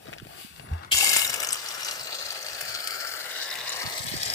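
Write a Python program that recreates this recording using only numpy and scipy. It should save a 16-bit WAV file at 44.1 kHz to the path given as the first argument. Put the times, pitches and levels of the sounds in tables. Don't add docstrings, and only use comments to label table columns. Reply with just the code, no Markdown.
import sys
import numpy as np
from scipy import signal
from scipy.fft import rfft, irfft
from scipy.io import wavfile
from scipy.ndimage import map_coordinates

SR = 44100
rng = np.random.default_rng(int(sys.argv[2]) if len(sys.argv) > 2 else 0)


def persist_wave(psi):
    counts = np.round(np.clip(psi, -1, 1) * 32767).astype(np.int16)
    wavfile.write(sys.argv[1], SR, np.atleast_2d(counts).T)


N = 191570

# t/s, gas hiss/dB, foam hiss/dB, foam body/dB, top sizzle/dB, nozzle resonance f/Hz
JET_CURVES = [(0.935, -27, -26, -60, -36, 4360), (1.05, -24.5, -32, -49, -41, 4700),
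              (1.17, -26.5, -30.5, -41, -34, 4440), (1.255, -27.5, -45, -42, -34, 4310),
              (1.29, -40, -37.5, -44, -45, 5300), (1.39, -43.5, -43.5, -44.5, -45, 5430),
              (1.52, -44.5, -44.5, -44, -54, 5293), (1.62, -44.5, -42, -43, -51, 5083),
              (1.92, -41, -39.5, -41.5, -53, 5607), (2.03, -54, -41, -46.5, -49, 4430),
              (2.45, -47.5, -43.5, -44, -51, 4523), (2.76, -45.5, -41.5, -43, -47.5, 4500),
              (3.13, -45.5, -43, -41.5, -46, 4715), (3.27, -45, -44, -42.5, -49, 3845),
              (3.41, -47.5, -41, -41.5, -51, 3880), (3.53, -46, -46, -46.5, -47, 3910),
              (3.6, -45.5, -43, -43.5, -52, 3887), (3.72, -48, -39, -42.5, -53, 4060),
              (3.8, -42.5, -40, -40.5, -51, 4710), (3.94, -46.5, -39.5, -45, -49, 4284),
              (4.11, -41, -39.5, -47, -53, 4240), (4.22, -47.5, -36.5, -47, -58, 4950),
              (4.34, -42, -35.5, -43, -59, 4960)]
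# centre t/s, level/dB
GAS_PUFFS = [(1.278, -35), (1.302, -27.5), (1.33, -31), (1.343, -25), (1.362, -35), (1.403, -28),
             (1.42, -29), (1.434, -28), (1.448, -30), (1.471, -27), (1.489, -37), (1.507, -31),
             (1.524, -45), (1.544, -30), (1.557, -32), (1.578, -54), (1.96, -51), (2.325, -36),
             (2.612, -30), (2.874, -39), (3.554, -41)]
# t/s, f/Hz, level over gas/dB
VALVE_RESONANCE = [(.91, 3070, 5.5), (1.0, 3135, -11), (1.07, 2850, -17), (1.14, 2795, -18),
                   (1.26, 2900, -15), (1.35, 2960, -16)]
# t/s, nozzle level over foam hiss/dB, low resonance f/Hz, its level over foam body/dB
JET_RESONANCES = [(.92, -17, 1678, -8), (1.5, -7, 1650, -6), (1.9, -7, 1600, -8), (2.2, -2, 1622, -6.5),
                  (2.55, -3, 1615, -9), (2.8, 1, 1332, -6.5), (3.1, -3.5, 1348, -7), (3.3, -2, 1400, -5),
                  (3.55, -3.5, 1882, -6), (3.72, -8, 1823, -11), (3.85, -8.5, 1690, -6),
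                  (4.34, -10, 1662, -12)]
# t/s, level/dB, f/Hz
LOUD_SPITS = [(0.915, -26, 3000), (0.9205, -21, 2850), (0.924, -14.5, 3107), (0.931, -33, 3000),
              (0.9454, -31, 3050), (0.969, -12, 5970), (0.973, -19, 6800), (0.981, -11, 6900),
              (0.986, -12, 6860), (1.0074, -10.5, 2705), (1.023, -22, 793), (1.0437, -3.5, 8940),
              (1.0614, -22, 2870), (1.071, -12.5, 4610), (1.092, -11, 4950), (1.0976, -15, 6160),
              (1.1265, -17, 2730), (1.131, -7, 6100), (1.1366, -11, 8900), (1.153, -28, 2300),
              (1.1678, -6, 8800), (1.1932, -14, 3660), (1.2163, -12.5, 2876), (1.246, -14.5, 3720),
              (1.276, -21, 5560), (1.295, -16.5, 5600), (1.331, -19, 5400), (1.3608, -18, 5380),
              (1.4, -21, 5800), (1.4283, -13.5, 8270), (1.4461, -18, 5380), (1.4706, -18, 6370),
              (1.488, -14.5, 6280), (1.506, -18, 5340), (1.5224, -17, 8270), (1.5284, -7, 8530),
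              (1.5444, -23, 5420), (1.61, -44, 4500), (1.6601, -25.5, 4320), (1.6855, -17, 5600),
              (1.7454, -21, 5410), (1.8312, -21, 5550), (1.847, -17.5, 5720), (1.8602, -26, 5700),
              (1.9097, -15, 5730), (2.0098, -23, 4900), (2.032, -25.5, 8160), (2.071, -21, 4100),
              (2.1268, -25, 4400), (2.2109, -25, 4350), (2.2643, -26, 5290), (2.3042, -20, 4540),
              (2.4277, -25, 5920), (2.4632, -20, 4500), (2.4845, -20.5, 4300), (2.531, -25, 5170),
              (2.613, -21.5, 5370), (2.6835, -39, 4670), (2.7487, -24, 4180), (2.7614, -28, 4300),
              (2.819, -39, 4320), (2.8724, -15.5, 4520), (2.8759, -24, 8800), (2.906, -21, 4650),
              (3.076, -25, 5260), (3.3162, -28.5, 3555), (3.413, -24.5, 4570), (3.503, -25, 5300),
              (3.5117, -24, 4180), (3.526, -26, 3800), (3.538, -22, 4295), (3.554, -19.5, 8040),
              (3.604, -29, 3660), (3.612, -26, 3800), (3.681, -24, 3890), (3.6925, -21, 7080),
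              (3.7176, -28, 3760), (3.761, -27, 4830), (3.7664, -23, 7740), (3.8626, -25, 4450),
              (3.9755, -19, 7800), (3.9792, -19, 4130), (3.9898, -24, 7800), (4.0419, -23, 7830),
              (4.0647, -19, 8370), (4.1643, -20, 5150), (4.2166, -24, 3740), (4.2304, -10, 5400),
              (4.251, -19, 5093), (4.2564, -23, 5490), (4.2604, -19, 7060), (4.2775, -21, 4000),
              (4.2992, -16, 5280), (4.3201, -28, 5420), (4.3364, -17, 5180)]
# t/s, level/dB
LANDING_CURVE = [(.9, -75), (0.95, -65), (1.02, -37.5), (1.14, -47), (1.41, -42.5), (1.6, -48.5),
                 (1.8, -46.5), (3.39, -47), (3.84, -44), (4.1, -46), (4.34, -43)]
# f/Hz, density/dB
GAS_SPECTRUM = [(350, -71), (600, -27), (777, -2.5), (940, -7.5), (1150, -3), (1430, -40), (1690, 5),
                (1880, -23), (2100, 2.5), (2480, -8.5), (2700, 0.5), (3250, 2), (3600, -24), (3850, 1),
                (4120, -32), (4800, -2.5), (5550, -6), (6230, -3.5), (9000, -2.5), (15500, -6.5)]
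FOAM_HISS_SPECTRUM = [(1410, -43), (2400, -7), (3250, -1), (4480, 0), (4840, -1.5), (5560, -2.5),
                      (6420, -6.5), (8100, -7), (9000, -11.5), (11700, -53), (19800, -120)]
FOAM_BODY_SPECTRUM = [(590, -11), (1000, -5), (1150, -7), (1320, 5), (1440, -1.5), (1680, 2), (2180, -1.5),
                      (2480, -9.5), (2900, 0), (3770, -73), (6380, -120)]
SIZZLE_SPECTRUM = [(7060, -64), (12000, -23), (13100, -4), (14600, 8), (15500, 4)]
LANDING_SPECTRUM = [(120, -19), (200, -15), (227, -29), (280, -13), (608, 0.5), (1140, -1.5), (1300, -4),
                    (1690, -31), (2860, -120)]
RUSTLE_SPECTRUM = [(470, -32), (800, 1.5), (1140, 7), (1360, -3.5), (2090, -2), (2450, -20), (2740, -11),
                   (3560, -14), (6000, -21), (7800, -63), (13200, -120)]
RUB_SPECTRUM = [(130, -35), (220, -18), (327, -0.5), (459, -12), (683, 5), (950, 5), (1240, -47),
                (2090, -120)]
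SWISH_SPECTRUM = [(1060, -35), (1800, -13), (2250, -8), (2800, -2), (3840, -5), (4980, -7.5), (6650, -13),
                  (8180, -11), (15500, -9)]
HAND_SPECTRUM = [(15, -47), (25, -8), (59, 1), (123, 7), (365, -10.5), (409, -4), (500, -15), (650, -37),
                 (1100, -120)]
# t/s, scrape base level/dB, dull cloth rub/dB
MOVE_CURVES = [(0.0, -66, -55), (0.09, -49, -51), (0.108, -51, -53), (0.13, -55, -42.5), (0.19, -57, -59),
               (0.23, -60, -63), (0.34, -51.5, -54), (0.39, -52, -48.5), (0.5, -60.5, -71),
               (0.66, -51.5, -52), (0.73, -48, -49), (0.844, -46, -55), (0.9, -50, -68)]
# t/s, level/dB
SWING_CURVE = [(0, -57), (.13, -54), (.2, -59.5), (.41, -44), (.51, -52), (.7, -57.5), (.85, -61)]
# t/s, level/dB, f/Hz
FINGER_TICKS = [(0.055, -40.5, 500), (0.0565, -36.5, 3420), (0.0685, -48, 500), (0.0695, -37, 3400),
                (0.078, -37, 635), (0.084, -34, 690), (0.092, -35, 674), (0.119, -36, 695.6),
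                (0.128, -45, 510), (0.129, -31.5, 2430), (0.135, -29, 2400), (0.163, -39, 633),
                (0.177, -39, 2544), (0.183, -31, 4000), (0.189, -41, 2720), (0.199, -31.5, 2838),
                (0.223, -44, 2400), (0.249, -39, 710), (0.268, -35, 710), (0.562, -35, 3500),
                (0.578, -42, 4000), (0.596, -32, 2690), (0.596, -34, 730), (0.688, -39, 1750),
                (0.735, -36.5, 1820), (0.765, -50, 1400), (0.792, -44, 1360), (0.831, -38, 1580),
                (0.835, -36, 1400), (0.838, -43, 1310), (0.847, -31, 1280), (0.848, -50, 3700)]
# t/s, click level before softening/dB
KNOCK_CLICKS = [(0.713, -26), (0.7272, -26.5), (0.941, -38.5)]
# f/Hz, relative level/dB, t60/s
FLOOR_MODES = [(82.5, 4.5, 0.18), (111.5, -21, 0.25), (50.3, -7, 0.11), (161, -46, .1)]
# t/s, base level/dB
RUMBLE_CURVE = [(0.0, -56.5), (0.2, -50.5), (0.3, -58), (0.54, -58), (0.59, -49.5), (0.66, -50.5),
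                (0.7, -47.5), (0.81, -54), (1.1, -66), (1.29, -50.5), (1.6, -64.5), (2.08, -62),
                (2.44, -71), (2.65, -57), (3.25, -69.5), (3.8, -60), (4.02, -51.5), (4.34, -48)]
# t/s, level at the louder port/dB, f/Hz, left-right/dB
HAND_BUMPS = [(0.083, -31.5, 266, 12), (0.218, -35.5, 318, 4), (0.223, -33, 131, -19), (0.256, -39, 320, 2),
              (0.263, -39, 147, 9), (0.445, -33.5, 215, -31), (0.594, -41, 138.4, 4),
              (0.642, -39.5, 250, 8), (2.622, -49, 138, 0), (3.837, -33, 213, -18),
              (3.848, -29.5, 111.5, -27), (3.869, -29.5, 154, -30), (4, -30.5, 123.2, -30),
              (4.046, -31, 170, -25), (4.067, -30, 130, -31), (4.115, -27.5, 170, -32),
              (4.138, -22, 325, -31), (4.149, -26, 139, -32), (4.165, -33, 129, -29),
              (4.284, -38, 134, -28)]
# t/s, right port delay/ms, left echo/ms, left echo gain,
# right echo/ms, right echo gain, landing left-right/dB
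PORT_PATHS = [(.8, 0.55, 0.97, 0.48, 1, 0.074, 3), (.95, 0.16, 1.134, 0.11, 0.74, 0.23, 2.5),
              (2.0, 0.18, 1.19, 0.093, 0.657, 0.33, 0), (2.5, 0.16, 0.99, 0.22, 0.8, 0.17, -3),
              (2.9, .17, 1.07, 0.62, 0.85, 0.28, -0.5), (3.3, 0.091, 1.01, 0.097, 0.7, 0.28, 0),
              (3.6, 0.018, 0.58, 0.073, 0.63, 0.68, 2.5), (4.1, 0.3, 0.73, 0.49, 0.61, 0.15, -3)]
# f/Hz, left-right/dB
BODY_SHADOW = [(60, -12), (110, 16), (200, 1), (380, 9.5), (700, 1), (1290, 8.5), (2380, 9), (4400, 0.5),
               (8120, 8), (15000, 2)]
# f/Hz, correlation between the ports
PORT_LIKENESS = [(300, 0.92), (900, 1), (1500, 0.98), (4000, 0.41), (8000, 0.35), (15000, 0.046)]
# t/s, share removed
DIP_CURVE = [(.9, 0.43), (2.3, 0.33), (2.5, 0.4), (3.1, 0.75), (3.45, 0.43), (3.65, .05), (3.95, 0.072),
             (4.1, 0.27), (4.34, .5)]

VALVE_OPENS_S, VALVE_RISE_S = .909, .009
SPUTTER_DB = 2.5
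PUFF_S = 0.0023
PUFF_BODY_SHARE, PUFF_SIZZLE_SHARE = 0.41, 0.31
SPIT_CYCLES, SPIT_NOISE = 3.43, 0.45
SMALL_SPITS, SMALL_FROM_S = 60, 1.0
SMALL_OVER_FOAM_DB, SMALL_SPREAD_DB, SMALL_PITCH_SPREAD = 13.5, 1, 0.076
TICK_CYCLES, TICK_NOISE = 0.58, 0.25
SQUEAK_S, SQUEAK_LENGTH_S, SQUEAK_START_DB = .6, .076, -58
SQUEAK_HZ, SQUEAK_DROP_HZ = 10700, 600
KNOCK_SOFT_HZ = 250
BUMP_CYCLES = 0.46
RIM_LEAD_MS, RIM_SHARE = 0.17, 0.23
NEAR_ECHO_MS, NEAR_ECHO_GAIN = 0.322, -0.16
ROOM_DB, ROOM_LOW_CUT_HZ, ROOM_T60_S, ROOM_CHANGE_S = -3.5, 1180, .04, .4
DIP_HZ, DIP_WIDTH_HZ = 1030, 410
MIC_LOW_CUT_HZ, CUTOFF_HZ, PEAK_TOP = 31, 15500, .9
BLIP_SAMPLES = 3000


def jet():
    gas_db, hiss_db, body_db, sizzle_db, nozzle_hz = in_time(JET_CURVES)
    lift_db = puff_lift(gas_db)
    flow = 0.096 * drift(36.0) + 0.38 * drift(56.0) + 0.69 * drift(230.0)
    sputter = from_db(SPUTTER_DB * flow)
    steady = gas(gas_db, lift_db) + foam(hiss_db, body_db, nozzle_hz, flow)
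    body = from_db(body_db + PUFF_BODY_SHARE * lift_db) * patchy(FOAM_BODY_SPECTRUM, 2.0, rate_hz=7.3, count=3)
    sizzle = from_db(sizzle_db + PUFF_SIZZLE_SHARE * lift_db) * patchy(SIZZLE_SPECTRUM, 1.5, rate_hz=47.0, count=2)
    layers = sputter * steady + sputter ** 0.72 * body + sputter ** 0.14 * sizzle + landing(sputter)
    valve = np.clip((np.arange(N) / SR - VALVE_OPENS_S) / VALVE_RISE_S, 0, 1) ** 2
    return valve * layers + spits(hiss_db, nozzle_hz)


def gas(gas_db, lift_db):
    hiss = from_db(gas_db + lift_db) * patchy(GAS_SPECTRUM, 2.5, rate_hz=70.0, count=8)
    tone_hz, tone_db = in_time(VALVE_RESONANCE)
    tone = from_db(gas_db + tone_db) * whistle(tone_hz, width_hz=330)
    pockets = pops(900, spread_db=4.5, low_hz=2300, high_hz=9600, t60_cycles=4.4)
    return hiss + tone + from_db(gas_db + lift_db - 11.0) * pockets


def puff_lift(gas_db):
    t = np.arange(N) / SR
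    power = sum(from_db(2 * db) * np.exp(-((t - s) / PUFF_S) ** 2) for s, db in GAS_PUFFS)
    return 10 * np.log10(1 + power / from_db(2 * gas_db))


def foam(hiss_db, body_db, nozzle_hz, flow):
    hiss = from_db(hiss_db) * patchy(FOAM_HISS_SPECTRUM, 4.0, rate_hz=36.0, count=5)
    nozzle_db, low_hz, low_db = in_time(JET_RESONANCES)
    nozzle = from_db(hiss_db + nozzle_db) * whistle(nozzle_hz, width_hz=710)
    low = from_db(body_db + low_db) * whistle(low_hz, width_hz=240)
    per_s = 600 * from_db(2.1 * flow)
    crackle = pops(per_s, spread_db=11.0, low_hz=4000, high_hz=11200, t60_cycles=6.7)
    return hiss + nozzle + low + from_db(hiss_db - 13.5) * crackle


def spits(foam_db, nozzle_hz):
    at = rng.integers(round(SMALL_FROM_S * SR), N, SMALL_SPITS)
    size, pitch = rng.standard_normal((SMALL_SPITS, 2)).T
    small_db = foam_db[at] + SMALL_OVER_FOAM_DB + SMALL_SPREAD_DB * size
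    small_hz = nozzle_hz[at] * np.exp(SMALL_PITCH_SPREAD * pitch)
    events = LOUD_SPITS + list(zip(at / SR, small_db, small_hz))
    return blips(events, SPIT_CYCLES, SPIT_NOISE, width_hz=790,
                 broad_db=-15.0, broad_hz=[2200, 11500], brief_hz=3000)


def landing(sputter):
    rush = from_db(in_time(LANDING_CURVE)[0]) * patchy(LANDING_SPECTRUM, 0.5, rate_hz=15.0, count=3)
    pan_db = in_time(PORT_PATHS)[-1]
    return rush * sputter ** 0.45 * from_db(pan_db * [[.5], [-.5]])


def moving():
    rustle_db, rub_db = in_time(MOVE_CURVES + [(1.0, -75, -75)])
    rustle = from_db(rustle_db - 0.5 + 1.9 * drift(87.0)) * patchy(RUSTLE_SPECTRUM, 0.5, rate_hz=18.0, count=4)
    grains = from_db(rustle_db - 9.5) * pops(270, spread_db=1.5, low_hz=500, high_hz=3800, t60_cycles=1.6)
    rub = from_db(rub_db + 2.6 * drift(58.0)) * patchy(RUB_SPECTRUM, 2.0, rate_hz=7.5, count=2)
    swish = from_db(in_time(SWING_CURVE)[0]) * patchy(SWISH_SPECTRUM, 1.0, rate_hz=16.0, count=2)
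    ticks = blips(FINGER_TICKS, TICK_CYCLES, TICK_NOISE, width_hz=1100,
                  broad_db=-6.5, broad_hz=[600, 4200], brief_hz=1500)
    return rustle + grains + rub + swish + ticks


def squeak():
    done = np.clip((np.arange(N) / SR - SQUEAK_S) / SQUEAK_LENGTH_S, 0, 1)
    pitch_hz = SQUEAK_HZ - SQUEAK_DROP_HZ * done ** 5 + 70 * drift(120.0)
    level = from_db(SQUEAK_START_DB + 6 * done) * np.abs(np.sin(np.pi * done)) ** .3
    tone = np.sin(2 * np.pi * np.cumsum(pitch_hz) / SR)
    return level * (done < 1) * tone * from_db([[2.5], [-2.5]])


def knock():
    clicks = np.zeros(N)
    for s, click_db in KNOCK_CLICKS:
        clicks[round(s * SR)] = from_db(click_db)
    soft = signal.sosfilt(signal.butter(2, KNOCK_SOFT_HZ, fs=SR, output="sos"), clicks + 1e-18)
    return sum(from_db(db) * ring(soft, hz, t60_s) for hz, db, t60_s in FLOOR_MODES)


def handling():
    level_db, = in_time(RUMBLE_CURVE)
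    other, common = patchy(HAND_SPECTRUM, 3.5, rate_hz=8.0, count=4)
    opposed = np.roll(other, N // 2)
    out = from_db(level_db) * (common + 0.37 * opposed * [[1], [-1]]) * from_db([[-2.5], [1.5]])
    for s, level_db, hz, pan_db in HAND_BUMPS:
        shape, phase = blip(hz, BUMP_CYCLES)
        at = round(s * SR)
        bump = (from_db(level_db) * shape * np.sin(phase))[:N - at]
        out[:, at:at + len(shape)] += bump * from_db([[min(pan_db, 0)], [min(-pan_db, 0)]])
    return out


def ports(x):
    late_ms, left_ms, left_gain, right_ms, right_gain, _ = in_time(PORT_PATHS)
    direct = [x[0] + NEAR_ECHO_GAIN * delayed(x[0], NEAR_ECHO_MS), delayed(x[1], late_ms)]
    out = []
    for side, (echo_ms, gain) in enumerate([(left_ms, left_gain), (right_ms, right_gain)]):
        rim = RIM_SHARE * np.roll(direct[side], -round(RIM_LEAD_MS * SR / 1000))
        echo = gain * delayed(direct[side] - rim, echo_ms)
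        heard = direct[side] - echo + from_db(ROOM_DB) * room(x[side])
        out.append(coloured(heard, BODY_SHADOW, share=.5 - side))
    return np.array(out)


def room(x):
    hop, age_s = round(ROOM_CHANGE_S * SR), np.arange(round(.1 * SR)) / SR
    padded = np.concatenate([np.zeros(hop), x, np.zeros(2 * hop)])
    out = np.zeros(len(padded) + len(age_s))
    for at in range(0, N + hop, hop):
        tail = rng.standard_normal(len(age_s)) * from_db(-60 * age_s / ROOM_T60_S)
        piece = padded[at:at + 2 * hop] * np.sqrt(np.hanning(2 * hop))
        out[at:at + 2 * hop + len(age_s) - 1] += signal.fftconvolve(piece, tail / np.linalg.norm(tail))
    return signal.sosfilt(signal.butter(2, ROOM_LOW_CUT_HZ, "high", fs=SR, output="sos"), out[hop:hop + N])


def thinned(x):
    band = signal.lfilter(*signal.iirpeak(DIP_HZ, DIP_HZ / DIP_WIDTH_HZ, fs=SR), x)
    return x - np.clip(in_time(DIP_CURVE)[0], 0, 1) * band


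def patchy(spectrum, patchy_db, rate_hz, count):
    top_hz = min(spectrum[-1][0], .45 * SR)
    edges_hz, out = np.geomspace(spectrum[0][0], top_hz, num=count + 1), 0
    white = rng.standard_normal((2, 2, N))
    for k, pair_hz in enumerate(zip(edges_hz, edges_hz[1:])):
        band = signal.butter(1, pair_hz, "band", fs=SR, output="sos")
        same, own = signal.sosfilt(band, white[k % 2])
        alike = np.clip(at_hz(PORT_LIKENESS, pair_hz[1]), 0, 1)
        right = alike * same + np.sqrt(1 - alike ** 2) * own
        out = out + from_db(patchy_db * drift(rate_hz)) * np.array([same, right])
    return rms_one(coloured(out, spectrum))


def whistle(centre_hz, width_hz):
    slow = signal.sosfilt(signal.butter(2, width_hz / 2, fs=SR, output="sos"), rng.standard_normal((2, N)))
    phase = 2 * np.pi * np.cumsum(centre_hz) / SR
    return rms_one(slow[0] * np.cos(phase) + slow[1] * np.sin(phase))


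def pops(per_s, spread_db, low_hz, high_hz, t60_cycles):
    sizes = from_db(spread_db * np.minimum(rng.exponential(1, N), 4)) * rng.choice([-1, 1], N)
    born = rng.random(N) < per_s / SR
    dealt = rng.integers(0, 14, N)
    out = np.zeros(N)
    for k, hz in enumerate(np.geomspace(low_hz, high_hz, num=14)):
        once = ring(sizes * born * (dealt == k), hz, t60_cycles / hz)
        out += ring(once, hz, t60_cycles / hz)
    return rms_one(out)


def blips(events, cycles, noise, width_hz, broad_db, broad_hz, brief_hz):
    out = np.zeros(N + BLIP_SAMPLES)
    white = rng.standard_normal((len(events), 2, BLIP_SAMPLES))
    slow = rms_one(signal.sosfilt(signal.butter(1, width_hz / 2, fs=SR, output="sos"), white[:, 0]))
    broad = rms_one(signal.sosfilt(signal.butter(2, broad_hz, "band", fs=SR, output="sos"), white[:, 1]))
    brief, _ = blip(brief_hz, cycles)
    for (s, level_db, hz), wobble, puff in zip(events, slow, broad):
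        shape, phase = blip(hz, cycles)
        share = np.clip(noise, 0, 1) * min(hz / width_hz / 2, 1)
        tone = shape * (1 - share + share * wobble) * np.sin(phase)
        sound = tone + from_db(broad_db) * brief * puff
        out[round(s * SR):][:BLIP_SAMPLES] += from_db(level_db) * sound
    return out[:N]


def blip(hz, cycles):
    turns = np.arange(BLIP_SAMPLES) * hz / SR
    rise = turns / max(cycles, .2) / 2
    return (rise * np.exp(1 - rise)) ** 3, 2 * np.pi * turns


def ring(clicks, hz, t60_s):
    r, w = from_db(-60 / (t60_s * SR)), 2 * np.pi * hz / SR
    return signal.lfilter([0, np.sin(w)], [1, -2 * r * np.cos(w), r * r], clicks + 1e-18)


def drift(rate_hz):
    r = np.exp(-40 * np.pi * rate_hz / SR)
    white = rng.standard_normal(N // 20 + 2002)
    slow = signal.lfilter([1], [1, -2 * r, r * r], white)[2000:]
    return np.interp(np.arange(N) / 20, np.arange(len(slow)), rms_one(slow))


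def coloured(x, db_points, share=1):
    hz = np.maximum(np.fft.rfftfreq(N, 1 / SR), 1)
    return irfft(rfft(x) * from_db(share * at_hz(db_points, hz)), N)


def delayed(x, ms):
    return map_coordinates(x, [np.arange(N) - ms * SR / 1000], order=2)


def at_hz(points, hz):
    points_hz, values = np.array(points).T
    return np.interp(np.log(hz), np.log(points_hz), values)


def in_time(rows):
    s, *columns = np.transpose(rows)
    return [np.interp(np.arange(N) / SR, s, c) for c in columns]


def from_db(db):
    return 10 ** (np.asarray(db) / 20)


def rms_one(x):
    return x / np.sqrt(np.mean(x ** 2) + 1e-20)


def scene():
    airborne = thinned(ports(jet() + moving()))
    return airborne + squeak() + knock() + handling()


def record(dry):
    thin = signal.sosfilt(signal.butter(2, MIC_LOW_CUT_HZ, "high", fs=SR, output="sos"), dry)
    rounded = PEAK_TOP * np.tanh(thin / PEAK_TOP)
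    return signal.sosfilt(signal.ellip(12, .3, 80, CUTOFF_HZ, fs=SR, output="sos"), rounded)


dry = scene()
out = record(dry)
persist_wave(out)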